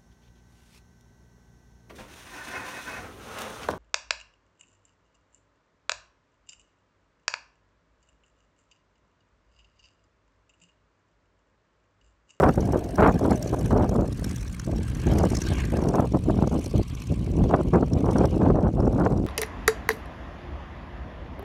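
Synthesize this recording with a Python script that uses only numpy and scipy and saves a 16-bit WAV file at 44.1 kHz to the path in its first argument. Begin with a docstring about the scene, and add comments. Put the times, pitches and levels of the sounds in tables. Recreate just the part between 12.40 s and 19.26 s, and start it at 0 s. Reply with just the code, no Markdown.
"""Gusty wind buffets the microphone, over faint grass hiss and an early hollow note.
Under it a biplane taxis far off, its seven-cylinder radial ticking over near 1000 rpm.
Each cylinder chuffs with its own strength and pipe ring; now and then a hard burn cracks.
The propeller tips swish and the firing rate drones. Eddies sweeping the microphone port
cover most of the engine's bass."""
import sys
import numpy as np
from scipy import signal
from scipy.fft import rfft, irfft, next_fast_len
from scipy.io import wavfile
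from scipy.ndimage import uniform_filter1d, minimum_filter1d

SR = 44100
rng = np.random.default_rng(int(sys.argv[2]) if len(sys.argv) > 2 else 0)


def bounce(signal):
    """Save signal as a 16-bit WAV file at the path given by the first command-line argument."""
    frames = np.transpose(np.atleast_2d(signal))
    limited = np.clip(frames, -1, 1)
    pcm = np.round(limited * 32767).astype(np.int16)
    wavfile.write(sys.argv[1], SR, pcm)


N = 302746
TIME_S = np.arange(N) / SR

# wind between gusts, eddy rate growing with speed: time_s, base_eddy_hz, rumble_db
BREEZE = [(0.0, 194, 3.5), (0.5, 237, -8.5), (0.97, 195, -9.5), (1.25, 201, 3.2), (1.65, 180, -6),
          (1.75, 133, 3), (2.2, 99, -0.8), (2.5, 121, 0.8), (2.92, 259, 1.8), (3.02, 149.0, -5.7),
          (3.3, 140, 5.5), (3.7, 142, 2), (4.27, 161.0, -3.8), (4.45, 60, 3.5), (4.66, 99, 3),
          (4.9, 179, 2.5), (6.3, 161.0, 1.8), (6.86, 266, -1.3)]
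# gusts on top of the breeze: start_s, length_s, added_eddy_hz, added_rumble_db
GUSTS = [(-.015, 0.11, 382, -6), (0.168, 0.037, 99, 1), (.23, .077, 36, 2.5), (0.323, 0.05, 165, 5),
         (0.574, .12, 613, 5), (0.734, 0.018, 137, 3.5), (0.799, 0.15, 157, 6.5), (1.12, 0.029, 250, -1.5),
         (1.176, .02, 140, -6), (1.297, 0.16, 215, -0.5), (1.506, 0.14, 128, 2), (1.768, 0.031, 45, -5),
         (1.841, 0.048, 53, -2), (2.257, 0.15, 89.5, 1.8), (2.656, 0.19, 122, 0), (3.09, 0.036, 144, 0.5),
         (3.318, 0.22, 179, -8), (3.532, 0.12, 258, -8.5), (3.729, 0.025, 280, -2.5), (3.846, 0.18, 101, 2),
         (4.013, 0.036, 50, .5), (4.104, .064, 194, 3), (4.332, 0.064, 172, 5.5), (4.692, .036, 106, 4.5),
         (4.972, 0.17, 92, -0.5), (5.091, .12, 170, -8), (5.323, 0.028, 290, 1), (5.349, 0.083, 150, -2),
         (5.503, 0.11, 115, 1.3), (5.632, 0.079, 238, -4.5), (5.746, 0.11, 255, 0),
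         (5.907, 0.07, 130, -1.5), (5.99, 0.12, 221, 0), (6.139, 0.14, 232, -3.3), (6.353, 0.12, 180, 1),
         (6.506, 0.12, 85, -.7), (6.584, 0.12, 126, -5)]
# hardest brief buffets: time_s, added_eddy_hz
BUFFETS = [(.034, 140), (0.046, 312), (0.181, 108), (.251, 115), (0.629, 252), (0.921, 226), (1.14, 200),
           (1.325, 100), (1.365, 160), (1.587, 100), (2.293, 132), (2.334, 85), (2.841, 95), (3.186, 99),
           (3.547, 120), (3.591, 221), (3.902, 204), (4.043, 218), (4.074, 181), (4.15, 121), (5.143, 485),
           (5.346, 368), (5.431, 150), (5.723, 110), (6.666, 171), (6.716, 115)]
# large thumping eddies: time_s, added_rumble_db
THUMPS = [(.758, 11.5), (.868, 0), (1.581, 11), (2.69, 5), (3.071, 17.5), (4.529, 11.5), (5.022, 11.5),
          (6.13, 15.5)]
# microphone port response to eddies: freq_hz, gain_db
PORT_RESPONSE = [(20, -64), (30, -77), (42, -46), (70, -43), (130, -44), (310, -41.5), (480, -43.5),
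                 (620, -42), (900, -43.5), (1400, -44.5), (1900, -50.5), (2800, -54.5), (4000, -55.5)]
# grass hiss spectrum: freq_hz, relative_db
GRASS_SPECTRUM = [(1000, 14), (5000, -3), (9000, 0.5), (12000, -18), (15700, -11)]
# hollow note in the breeze: time_s, centre_hz, level_db
HOLLOW_NOTE = [(.1, 730, -52), (.25, 710, -41), (.5, 680, -42.5), (.8, 680, -49), (1.07, 615, -39),
               (1.3, 564, -53), (2, 540, -80)]
# crankshaft speed: time_s, speed_rpm
CRANK_SPEED = [(0, 1017.2), (.33, 1025.1), (1.31, 1027.75), (2.61, 1017.3), (2.94, 1029.1), (3.27, 1021.4),
               (3.59, 1026.1), (4.25, 1014.5), (4.9, 975.7), (5.88, 959), (6.21, 973.9), (6.86, 963.2)]
# cylinders in firing order: place_intervals, relative_db, rise_s, ring_hz, ring_db
CYLINDERS = [(0.02, -13, .0022, 6900, -4), (.86, -3, .0024, 5900, -2), (1.97, 0, .0016, 2400, -1),
             (3.05, -10, .0016, 8600, 5), (4.13, -10, .003, 4300, -2), (4.93, 0, .0016, 5900, 3),
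             (6.1, -8, .0022, 6700, -3)]
# exhaust puff spectrum: freq_hz, relative_db
CHUFF_SPECTRUM = [(700, -17), (1600, 7), (2600, -4), (3700, -3.5), (4400, 0.5), (4900, -1.5), (5450, 3.5),
                  (7000, -1), (9300, -2), (10400, -6), (11200, -3.5), (13000, -9), (15700, -20)]
# propeller spectrum, rippled by ground reflection: freq_hz, relative_db
SWISH_SPECTRUM = [(300, 0), (830, -4), (1130, 4), (1350, -4), (1620, 5), (1880, -5), (2200, -1), (3100, -4),
                  (3700, -10), (4300, -9), (5000, -17), (8500, -20), (11000, -26), (15700, -34)]
# engine sound carried across the field: time_s, chuff_relative_db, swish_relative_db
ENGINE_CARRY = [(0, -55.5, -54.5), (.3, -60, -58), (1.1, -54, -55), (1.6, -61.5, -61.5), (1.92, -51.5, -54),
                (2.3, -58.5, -57.5), (2.75, -52, -47), (3.04, -47, -50), (3.2, -52, -44), (3.4, -52, -54.5),
                (3.7, -58, -55.5), (4, -59, -52.5), (4.25, -49, -53.5), (4.48, -58, -53), (4.64, -52, -52),
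                (4.8, -58, -54.5), (5.55, -57.5, -56), (5.8, -50, -50), (6.2, -63.5, -60.5),
                (6.65, -55, -58), (6.86, -60, -63)]
# sinking band of engine rasp, a swell that ends as a dip: time_s, centre_hz, gain_db
RASP_SWEEP = [(2.6, 8000, 1), (2.88, 7500, 1), (2.98, 6800, 6.5), (3.08, 3600, 5.5), (3.17, 2650, 6),
              (3.26, 2070, 4), (3.4, 1700, 3), (3.6, 1620, -12)]
# firing drone: harmonic_number, rms_db
DRONE_HARMONICS = [(1, -45.5), (2, -41.5), (3, -46), (4, -57), (5, -69), (7, -69.5)]
# hard exhaust cracks: start_s, relative_db
CRACKS = [(.3223, -36.5), (.556, -34.5), (0.9074, -32.5), (1.0254, -32.5), (1.492, -36), (1.843, -29),
          (1.9579, -40.5), (2.196, -32), (2.7845, -26), (2.902, -37), (2.9674, -37), (3.486, -31),
          (5.533, -31.5), (5.7818, -29.5), (5.854, -28.5)]


def from_db(db):
    """Decibels to gain."""
    return 10 ** (np.asarray(db) / 20)


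def unit_rms(x):
    """Scale to rms 1."""
    return x / np.sqrt(np.mean(x ** 2) + 1e-20)


def curves(rows):
    """Each column of a time table at every sample."""
    times_s, *columns = np.transpose(rows)
    return [np.interp(TIME_S, times_s, column) for column in columns]


def gain_at(spectrum, hz):
    """Gain of a spectrum table at hz."""
    freq_hz, db = np.transpose(spectrum)
    return from_db(np.interp(np.log(hz), np.log(freq_hz), db))


def noise(spectrum):
    """Coloured noise, rms 1."""
    size = next_fast_len(N)
    hz = np.maximum(np.arange(size // 2 + 1) * SR / size, 1)
    white = rfft(rng.standard_normal(size))
    return unit_rms(irfft(white * gain_at(spectrum, hz), size)[:N])


def drift(corner_hz):
    """Slow random wander, rms 1."""
    step, settle = 40, 2000
    pole = np.exp(-2 * np.pi * corner_hz * step / SR)
    white = rng.standard_normal(N // step + settle + 2)
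    slow = signal.lfilter([1], [1, -2 * pole, pole * pole], white)[settle:]
    return np.interp(np.arange(N) / step, np.arange(len(slow)), unit_rms(slow))


def resonance(x, hz, width_hz=600):
    """Two-pole resonance, peak gain 1."""
    radius = np.exp(-np.pi * width_hz / SR)
    feedback = [1, -2 * radius * np.cos(2 * np.pi * hz / SR), radius ** 2]
    return signal.lfilter(np.array([1, 0, -1]) * (1 - radius ** 2) / 2, feedback, x)


def bumps(times_s, heights, width_s):
    """A bell-shaped swell at each time."""
    out = np.zeros(N)
    for time_s, height in zip(times_s, heights):
        a, b = np.searchsorted(TIME_S, [time_s - 4 * width_s, time_s + 4 * width_s])
        out[a:b] += height * np.exp(-((TIME_S[a:b] - time_s) / width_s) ** 2 / 2)
    return out


def bands(x, centres_hz):
    """Overlapping bands that sum to x."""
    size = next_fast_len(N)
    spectrum, hz = rfft(x, size), np.arange(size // 2 + 1) * SR / size
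    return [irfft(spectrum * np.interp(hz, centres_hz, one), size)[:N] for one in np.eye(len(centres_hz))]


def gust(start_s, length_s, attack_s=0.013, release_s=0.013):
    """Gust envelope: quick rise, hold, exponential fall."""
    age_s = TIME_S - start_s
    return np.clip(age_s / attack_s, 0, 1) * np.exp(-np.clip((age_s - length_s) / release_s, 0, 30))


def airflow(buffet_s=0.0048, thump_s=0.013, flaps_per_s=20, flap_lift=0.29, flap_s=0.0026,
            steady_share=0.91, flutter_db=1.51):
    """Eddy rate and rumble at the microphone: breeze, gusts, buffets, thumps, light random flaps."""
    eddy_hz, rumble_db = curves(BREEZE)
    for start_s, length_s, added_hz, added_db in GUSTS:
        swell = gust(start_s, length_s)
        eddy_hz += added_hz * swell
        rumble_db += added_db * swell
    eddy_hz = np.maximum(eddy_hz + bumps(*np.transpose(BUFFETS), buffet_s), 40)
    rumble_db += bumps(*np.transpose(THUMPS), thump_s)
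    flap_times_s = TIME_S[rng.random(N) < flaps_per_s / SR]
    flaps = bumps(flap_times_s, np.full(len(flap_times_s), flap_lift), flap_s)
    unsteady = (steady_share + np.minimum(flaps, flap_lift)) * from_db(flutter_db * drift(134))
    return eddy_hz * unsteady, rumble_db


def wind(lumpy_db=1.2, speed_power=0.52, usual_hz=250, rumble_hz=300):
    """Eddies sweep the port, dying off above the eddy rate: gusts turn rumble into a tearing flap."""
    eddy_hz, rumble_db = airflow()
    rumble = from_db(rumble_db)
    centres_hz = np.geomspace(20, 6000, 32)
    turbulence = rng.standard_normal(N) * np.sqrt(SR / 2)  # 0 dB per Hz
    out = np.zeros(N)
    for hz, eddies in zip(centres_hz[:-1], bands(turbulence, centres_hz)):
        bass_share = 1 / (1 + (hz / rumble_hz) ** 2)  # large eddies reach only the bass
        out += eddies * gain_at(PORT_RESPONSE, hz) * np.exp(-hz / eddy_hz) * rumble ** bass_share
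    return out * (eddy_hz / usual_hz) ** speed_power * from_db(lumpy_db * drift(46))


def grass(level_db=-62.5):
    """Steady hiss of the breeze in the grass."""
    return from_db(level_db) * noise(GRASS_SPECTRUM)


def hollow_note(width_hz=110):
    """A narrow band of wind noise sinks in pitch and fades."""
    centre_hz, level_db = curves(HOLLOW_NOTE)
    phase = 2 * np.pi * np.cumsum(centre_hz) / SR
    return from_db(level_db) * (drift(width_hz / 2) * np.cos(phase) + drift(width_hz / 2) * np.sin(phase))


def exhaust(firings, uneven_db=1.4, jitter_s=0.00024, tail_ratio=1.48):
    """Each cylinder puffs once in two turns, never quite evenly, and rings the pipe; rms 1."""
    out, hiss = np.zeros(N), noise(CHUFF_SPECTRUM)
    for place, level_db, rise_s, ring_hz, ring_db in CYLINDERS:
        cycles = (firings - place) / len(CYLINDERS)
        nearest = np.round(cycles).astype(int)
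        strength, lateness = rng.standard_normal((80, 2))[nearest + 1].T  # one draw per cycle
        since_s = (cycles - nearest) / (np.gradient(cycles) * SR) - jitter_s * lateness
        # valve opens fast, pipe empties slower
        age = since_s / (rise_s * np.where(since_s > 0, tail_ratio, 1))
        puff = hiss * np.exp(-np.sqrt(1 + age ** 2)) * from_db(level_db + uneven_db * strength)
        out += puff + from_db(ring_db) * resonance(puff, ring_hz)
    return unit_rms(out)


def propeller(flicker_db=2.96):
    """Blade tips drag a steady, slightly flickering swish through the air."""
    return noise(SWISH_SPECTRUM) * from_db(flicker_db * drift(44))


def drone(firings, waver_db=3):
    """Harmonics of the firing rate, wavering in the moving air."""
    out = np.zeros(N)
    for harmonic, rms_db in DRONE_HARMONICS:
        amplitude = np.sqrt(2) * from_db(rms_db + waver_db * drift(4))
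        out += amplitude * np.sin(2 * np.pi * (harmonic * firings + rng.random()))
    return out


def air_path(x, fading_db=3.5, end_db_at_10khz=-7.5, sweep_log_width=0.25):
    """Turbulence fades each band separately; one band swells and sinks; the top dulls as the plane rolls."""
    centres_hz = np.geomspace(900, 15000, 32)
    sweep_hz, sweep_db = curves(RASP_SWEEP)
    tilt_db = end_db_at_10khz * np.linspace(-0.5, 1, N)
    out = np.zeros(N)
    for hz, band in zip(centres_hz, bands(x, centres_hz)):
        swell_db = sweep_db * np.exp(-(np.log(hz / sweep_hz) / sweep_log_width) ** 2)
        out += band * from_db(fading_db * drift(28) + swell_db + tilt_db * hz / 10000)
    return out


def cracks(gain_db=-9, width_s=0.0019, rise_s=0.0023, ring_hz=5550, ring_db=5):
    """A charge burns hard and cracks in the pipe."""
    start_s, relative_db = np.transpose(CRACKS)
    puffs = noise(CHUFF_SPECTRUM) * bumps(start_s + rise_s, from_db(relative_db + gain_db), width_s)
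    return puffs + from_db(ring_db) * resonance(puffs, ring_hz)


def scene(start_firings=-0.43, chuff_gain_db=2.5, swish_gain_db=2.0):
    """Wind over the distant engine, mono."""
    speed_rpm, = curves(CRANK_SPEED)
    turns = np.cumsum(speed_rpm / 60) / SR
    firings = start_firings + turns * len(CYLINDERS) / 2  # four-stroke
    chuff_db, swish_db = curves(ENGINE_CARRY)
    pipes = from_db(chuff_db + chuff_gain_db) * exhaust(firings) + cracks()
    swish = from_db(swish_db + swish_gain_db) * propeller()
    biplane = air_path(pipes + swish) + drone(firings)
    return (biplane + wind() + hollow_note() + grass())[None]


def record(dry, low_cut_hz=33, ceiling=0.54, high_cut_hz=15800):
    """Bass cut, limiter on the strongest buffets, top cut."""
    dry = signal.sosfilt(signal.butter(5, low_cut_hz, "high", fs=SR, output="sos"), dry)
    held_peak = -minimum_filter1d(-abs(dry), size=200)
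    envelope = uniform_filter1d(held_peak, size=200)
    limited = dry / (1 + (envelope / ceiling) ** 6) ** (1 / 6)
    return signal.sosfilt(signal.ellip(10, 0.1, 90, high_cut_hz, fs=SR, output="sos"), limited)


dry = scene()
out = record(dry)
bounce(out)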